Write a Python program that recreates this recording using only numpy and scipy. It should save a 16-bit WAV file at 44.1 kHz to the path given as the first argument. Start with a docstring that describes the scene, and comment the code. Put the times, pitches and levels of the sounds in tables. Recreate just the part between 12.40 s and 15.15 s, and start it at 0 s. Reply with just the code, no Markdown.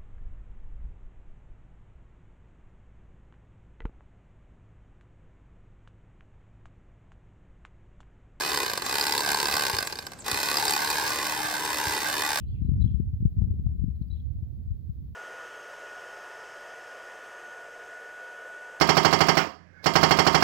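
"""Dull thuds of pressure batter each microphone port by itself, like wind on it, stronger on the left, some crackling:
a low rumble over a garden under storm clouds. Thuds are single swings of pressure; random lumps fill in the rumble.
A far roll of dull noise is partly shared by both sides. Gliding whistles make one small bird chipping rough notes
with single early echoes and a scattered one, and another farther off that sings first. A narrow moan, stronger on
the right, passes late; faint microphone hiss lies under it all."""
import sys
import numpy as np
from scipy import signal
from scipy.fft import rfft, irfft
from scipy.io import wavfile

SR = 44100
rng = np.random.default_rng(int(sys.argv[2]) if len(sys.argv) > 2 else 0)


def to_wav(s):
    """Save 16-bit WAV."""
    ch = np.atleast_2d(s).T  # columns
    pcm = np.round(np.clip(ch, -1, 1) * 32767)  # PCM
    wavfile.write(sys.argv[1], SR, pcm.astype(np.int16))


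N = 121275  # samples, 2.75 s


def from_db(db):
    """Decibels to gain."""
    return 10 ** (np.asarray(db) / 20)


def rms_one(x):
    """Scales to unit rms."""
    return x / np.sqrt(np.mean(x ** 2, axis=-1, keepdims=True) + 1e-20)


def in_time(rows):
    """Columns of a curve table, one value a sample."""
    s, *columns = np.transpose(rows)
    return np.array([np.interp(np.arange(N) / SR, s, c) for c in columns])


def coloured(x, points):
    """Gives a flat signal the table's spectrum, with almost nothing below it or above it; rms 1."""
    hz, db = np.transpose(points)
    log_hz = np.log(np.maximum(np.arange(N // 2 + 1) * SR / N, 1))
    gain = from_db(np.interp(log_hz, np.log(hz), db, left=-60, right=-120))
    return rms_one(irfft(rfft(x) * gain, N))


def drift(rate_hz):
    """Random wander of rms 1: noise under a two-pole low-pass, drawn every 40 samples."""
    r = np.exp(-2 * np.pi * rate_hz * 40 / SR)
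    noise = rng.standard_normal(N // 40 + 2002)
    slow = signal.lfilter([1], [1, -2 * r, r * r], noise)[2000:]  # settled part only
    return np.interp(np.arange(N) / 40, np.arange(len(slow)), rms_one(slow))


def add(out, middle, sound):
    """Mixes a short sound in, centred on a sample."""
    i = np.arange(len(sound)) + middle - len(sound) // 2
    keep = (i >= 0) & (i < N)
    out[i[keep]] += sound[keep]


def pressure_swing(t, hz, cycles_wide, flipped):
    """One swing of pressure that slows as it goes: its tail is longer and deeper than its front."""
    drag = 0.4
    cycles = hz * t * (1 - drag * np.tanh(hz * t))
    envelope = np.exp(-.5 * (cycles / cycles_wide) ** 2)
    return envelope * np.sin(2 * np.pi * cycles + np.pi * flipped)


def crackle_noise(count, length, order, band_hz):
    """Band-passed noise of rms 1, one row for each thud."""
    band = signal.butter(order, band_hz, "band", fs=SR, output="sos")
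    return rms_one(signal.sosfilt(band, rng.standard_normal((count, length))))


def thuds():
    """Each thud at a port is one swing of pressure with a sharper knock and a brief, mostly dull crackle."""
    # thuds, with a few weak ones that mainly crackle: (middle [s], side [0 left, 1 right],
    # swing level before its envelope [dB], pitch at the middle [Hz], knock peak [dB],
    # dull crackle rms before its burst [dB])
    thud_rows = [(0.096, 0, -23.5, 70.4, -72.5, -94.5), (0.222, 0, -16, 122, -43, -91.5),
                 (0.252, 0, -15, 129.4, -44, -82), (0.291, 0, -11.5, 144.4, -27.5, -67),
                 (0.32, 0, -10.5, 118.9, -40.5, -78), (0.338, 0, -9, 93.2, -49.5, -68),
                 (0.363, 1, -18, 93, -37.5, -96.5), (0.384, 1, -19, 106, -42, -76.5),
                 (0.418, 0, -14, 112.2, -43, -78), (0.445, 0, -8.5, 107.7, -33, -81),
                 (0.463, 0, -11, 125, -41.5, -82), (0.467, 1, -21.5, 86, -63, -82.5),
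                 (0.504, 0, -19, 93.3, -56, -82.5), (0.514, 1, -16, 103.7, -62, -85),
                 (0.547, 0, -17, 93, -55, -83.5), (0.603, 0, -10.5, 145.3, -26.5, -76),
                 (0.678, 1, -17.5, 87.3, -59, -89.5), (0.739, 0, -13.5, 89.3, -47, -79.5),
                 (0.808, 0, -17, 103.5, -41.5, -86), (0.828, 0, -15, 132.4, -36.5, -72),
                 (0.826, 1, -22, 96.7, -64, -74.5), (0.857, 0, -4.5, 119.3, -30, -60),
                 (0.872, 0, -15, 66.2, -48.5, -73), (0.899, 0, -36, 90, -47.5, -75.5),
                 (0.973, 1, -15.5, 102, -50.5, -79), (0.987, 0, -15, 104, -53, -80.5),
                 (1.021, 0, -10.5, 119, -32.5, -52), (1.041, 0, -15.5, 87, -38.5, -65),
                 (1.082, 1, -22.5, 95, -55, -71), (1.09, 0, -30.5, 97.2, -48, -65),
                 (1.111, 0, -19, 118, -39, -66), (1.14, 0, -23, 95, -36, -80),
                 (1.197, 0, -18, 109, -37, -77.5), (1.267, 0, -10.5, 105, -39.5, -51),
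                 (1.293, 0, -22.5, 97, -52, -73), (1.422, 0, -16.5, 89.3, -43, -75),
                 (1.442, 0, -11.5, 139.7, -33.5, -76.5), (1.471, 0, -18, 81.3, -49.5, -74),
                 (1.485, 0, -17, 135.4, -56.5, -82), (1.503, 0, -20.5, 93.6, -61, -80.5),
                 (1.616, 0, -15, 127.6, -39.5, -80), (1.706, 0, -21, 77, -59, -77),
                 (1.728, 0, -21.5, 85, -56, -82), (1.909, 1, -24.5, 84, -60, -81.5),
                 (1.963, 0, -21.5, 90.6, -51, -93.5), (2.031, 0, -19.5, 104.3, -45.5, -78.5),
                 (2.281, 0, -22.5, 62.4, -74, -74), (2.314, 0, -16.5, 83.5, -74, -73),
                 (2.499, 0, -19.5, 110.3, -56, -73), (2.639, 1, -29, 90, -71, -70)]
    knock_hz, knock_s = 314, 0.0016
    crackle_s, crackle_rise_s, crackle_lead_s = .0075, .0012, .005
    sharp_db = -21  # sharp crackle relative to the dull
    snap_db = -62   # the hardest thuds snap: sharp noise grows three times as fast as their level in dB
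    out, t = np.zeros((2, N)), np.arange(-2000, 2001) / SR
    dulls = crackle_noise(len(thud_rows), len(t), 3, [460, 900])
    sharps = crackle_noise(len(thud_rows), len(t), 1, [900, 2500])
    since = t + crackle_lead_s
    # sudden front, longer tail
    burst = np.exp(-.5 * (since / crackle_s) ** 2) / (1 + np.exp(-since / crackle_rise_s))
    for (s, side, db, hz, knock_db, crackle_db), dull, sharp in zip(thud_rows, dulls, sharps):
        cycles_wide = .55 if s > 1.8 else .36  # the last thuds ring on for more of a cycle
        swing = from_db(db) * pressure_swing(t, hz, cycles_wide, rng.random() > .5)
        knock_wave = np.sin(2 * np.pi * (knock_hz * t + rng.random()))
        knock = from_db(knock_db) / np.cosh(t / knock_s) * knock_wave
        sharp_gain = from_db(crackle_db + sharp_db) + from_db(snap_db + 3 * db)
        crackle = (from_db(crackle_db) * dull + sharp_gain * sharp) * burst
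        add(out[int(round(side))], int(s * SR), swing + knock + crackle)
    return out


def port_rumble(colour, lumps_per_s, spread_db, patchy_db):
    """Sparse random lumps of pressure at one port, run together by their low colour."""
    size_db = spread_db * np.minimum(rng.exponential(1, N), 3) + patchy_db * drift(10)
    lumps = from_db(size_db) * rng.choice([-1, 1], N)
    present = rng.random(N) < lumps_per_s / SR
    return coloured(lumps * present, colour)


def rumble():
    """Lumps of pressure, unrelated at the two ports, fill the space between thuds."""
    # spectrum at each port: (frequency [Hz], relative density [dB per Hz])
    left_colour = [(20, -29), (30, -11), (45, -4.5), (65, 3), (90, -4), (130, -20), (180, -11.5),
                   (250, -22.5), (350, -39), (500, -49), (800, -72.5)]
    right_colour = [(20, -24), (30, -15), (45, -6), (65, -.5), (90, 0), (130, -7), (180, -16), (250, -25),
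                    (350, -37), (500, -48), (800, -70)]
    # rumble between thuds, before the trim: (time [s], left level [dB], right level [dB])
    levels = [(0.0, -35.5, -38), (0.11, -37, -32), (0.22, -28, -33), (0.33, -25, -33.5), (0.44, -23.5, -32),
              (0.55, -26, -38.5), (0.66, -34.5, -30), (0.77, -39.5, -33), (0.88, -42.5, -30.5),
              (0.99, -24, -35.5), (1.1, -25.5, -31.5), (1.21, -31.5, -31.5), (1.32, -29.5, -31.5),
              (1.43, -25, -37), (1.54, -37.5, -38.5), (1.65, -36, -39), (1.76, -30.5, -40.5),
              (1.87, -42, -32.5), (1.98, -39, -33.5), (2.09, -40.5, -34), (2.2, -37.5, -34.5),
              (2.31, -38.5, -37), (2.42, -45, -33.5), (2.53, -44.5, -38), (2.64, -36, -34.5),
              (2.75, -46, -43.5)]
    trim_db = 1
    left = port_rumble(left_colour, lumps_per_s=450, spread_db=1.5, patchy_db=1.0)
    right = port_rumble(right_colour, lumps_per_s=700, spread_db=1.2, patchy_db=.6)
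    return np.array([left, right]) * from_db(in_time(levels) + trim_db)


def birds():
    """Gliding whistles, notes and early echoes alike; roughness flutters level and pitch; the garden echoes."""
    # bird notes and their single early echoes: (middle [s], glide length [s], start [Hz], end [Hz],
    # level before fades and flutter [dB], roughness [0-1])
    whistles = [(.015, .025, 2450, 2750, -71, .4), (.004, 0.022, 2930, 2834, -66, 0.77),
                (0.034, 0.041, 2880, 2935, -69.5, 0.65), (.075, .03, 4000, 3980, -75, .3),
                (.085, .016, 4200, 4670, -70.5, .15), (.115, .04, 4200, 4340, -77, .5),
                (.125, .045, 4650, 4650, -82, .3), (0.126, 0.033, 3620, 3100, -70, .2),
                (0.15, 0.04, 3110, 2350, -67, .15), (0.093, 0.034, 3270, 3000, -71.5, .6),
                (0.161, .025, 3350, 3250, -80, .5), (.195, .04, 2150, 2120, -81.5, .2),
                (.185, .035, 2800, 2736, -70.5, .7), (.25, .09, 4100, 3900, -81.5, 0.8),
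                (.393, .014, 4600, 4565, -75, .6), (.415, .015, 3850, 3900, -61.5, .1),
                (.425, .009, 3920, 3990, -51.5, .15), (.432, .008, 3680, 3370, -64, .1),
                (.45, .009, 3950, 4000, -63.5, .2), (.477, .013, 3120, 3394, -55, .1),
                (.492, 0.013, 3120, 2690, -63.5, .1), (0.517, .04, 3450, 3150, -76, .9),
                (.505, .012, 3200, 3335, -68, .3), (.452, .03, 3600, 3340, -67.5, .6),
                (.458, .012, 4560, 4560, -74.5, .5), (.587, .02, 3250, 3202, -82, .5),
                (1.035, .042, 3910, 3805, -82.5, .5), (1.559, .013, 4180, 4130, -75.5, .35),
                (1.625, .018, 4080, 4200, -73, .9), (1.687, .012, 4700, 4700, -76, .3),
                (1.706, .011, 3860, 3860, -63, .1), (1.715, .008, 3950, 3960, -53.5, .15),
                (1.726, 0.0054, 4140, 3950, -67, 0.28), (1.737, .014, 3850, 4030, -59.5, .2),
                (1.762, 0.038, 3620, 2900, -70.5, .7), (1.775, .04, 3800, 3520, -76.5, .9),
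                (1.755, .012, 4100, 4000, -76.5, .5), (1.802, .018, 3350, 3180, -65, .4),
                (1.807, .025, 3980, 4070, -78.5, .4)]
    flutter_hz, spread_hz = 400, 160
    song = np.zeros(N)
    slow = signal.butter(2, flutter_hz, fs=SR, output="sos")
    flutter = rms_one(signal.sosfilt(slow, rng.standard_normal((len(whistles), 2, SR // 4))))
    for (s, length, start_hz, end_hz, db, rough), (swell, waver) in zip(whistles, flutter):
        # the faded whistle lasts half as long again as its glide length, and glides on at both ends
        u = np.arange(int(1.5 * length * SR)) / (length * SR) - .75
        glide_hz = (start_hz + end_hz) / 2 + (end_hz - start_hz) * u
        hz = glide_hz + rough * spread_hz * waver[:len(u)]
        level = from_db(db) * np.hanning(len(u)) * (1 + rough * swell[:len(u)])
        add(song, int(s * SR), level * np.sin(2 * np.pi * np.cumsum(hz) / SR))
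    lag_s, pan_db = .0005, .4  # the left hears it later, and slightly louder
    late = np.roll(song, round(lag_s * SR))
    direct = np.array([late * from_db(pan_db), song * from_db(-pan_db)])
    return direct + garden_echo(song)


def garden_echo(song):
    """Decaying noise tails, different left and right, scatter the song."""
    t60_s, rise_s, echo_db, blur_hz = .4, .012, -10, 120
    far_until_s, far_db = .3, 6  # the farther bird sings first and returns more echo
    sent = song * from_db(far_db * (np.arange(N) / SR < far_until_s))
    t = np.arange(SR // 2) / SR
    decay = from_db(-60 * t / t60_s) * np.minimum(t / rise_s, 1)
    tails = rms_one(rng.standard_normal((2, len(t))) * decay) / np.sqrt(len(t))
    echo = signal.fftconvolve(sent[None], tails, axes=1)[:, :N]
    # random swells, as of swaying leaves, blur its pitch
    return from_db(echo_db) * echo * [drift(blur_hz), drift(blur_hz)]


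def far_roll():
    """Dull, unsteady noise from the sky, partly the same left and right."""
    # spectrum of the far roll: (frequency [Hz], relative density [dB per Hz])
    colour = [(150, -18.5), (300, 6), (500, -4), (700, -12), (1000, -29.5), (1500, -31.5)]
    # far roll before the trim and the stereo mix: (time [s], level [dB])
    levels = [(0.03, -74.5), (0.46, -76.5), (0.67, -80), (1.01, -74.5), (1.67, -78.5), (2.17, -75),
              (2.3, -78.5), (2.75, -78.5)]
    trim_db, alike = 6, 0.19  # alike: correlation of left with right
    mid = coloured(rng.standard_normal(N) * from_db(0.55 * drift(3.4)), colour)
    side = coloured(rng.standard_normal(N) * from_db(0.55 * drift(3.4)), colour)
    stereo = np.sqrt(1 + alike) * mid + np.sqrt(1 - alike) * side * [[1], [-1]]
    return from_db(in_time(levels) + trim_db) * stereo


def moan():
    """Noise through a narrow resonance, heard 5 dB weaker on the left."""
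    # moan at the right: (time [s], level [dB])
    levels = [(1.9, -100), (1.98, -76.5), (2.12, -81.5), (2.28, -83.5), (2.33, -100)]
    centre_hz, width_hz = 688, 66
    edges_hz = [centre_hz - width_hz / 2, centre_hz + width_hz / 2]
    band = signal.butter(2, edges_hz, "band", fs=SR, output="sos")
    tone = rms_one(signal.sosfilt(band, rng.standard_normal(N)))
    return from_db(in_time(levels) + [[-5], [0]]) * tone


def hiss():
    """Steady unrelated noise in each channel, strongest near 1 kHz and again at the very top."""
    # garden air and microphone hiss: (frequency [Hz], relative density [dB per Hz])
    colour = [(530, -31.5), (900, -2.5), (1010, -4.5), (1660, -7), (2910, -11), (3200, -9), (4420, -9),
              (5610, -14.5), (8630, -20), (13600, -8.5), (15700, -3.5)]
    left = coloured(rng.standard_normal(N), colour)
    right = coloured(rng.standard_normal(N), colour)
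    return np.array([from_db(-78.5) * left, from_db(-77.5) * right])


def scene():
    """All sources together."""
    return thuds() + rumble() + birds() + far_roll() + moan() + hiss()


def record(dry):
    """The microphone loses the deepest bass; the top is cut steeply."""
    mic_low_hz, cutoff_hz = 33, 15720
    bass_cut = signal.butter(3, mic_low_hz, "high", fs=SR, output="sos")
    top_cut = signal.ellip(12, .3, 80, cutoff_hz, fs=SR, output="sos")  # .3 dB ripple, 80 dB down
    return signal.sosfilt(top_cut, signal.sosfilt(bass_cut, dry))


dry = scene()
out = record(dry)
to_wav(out)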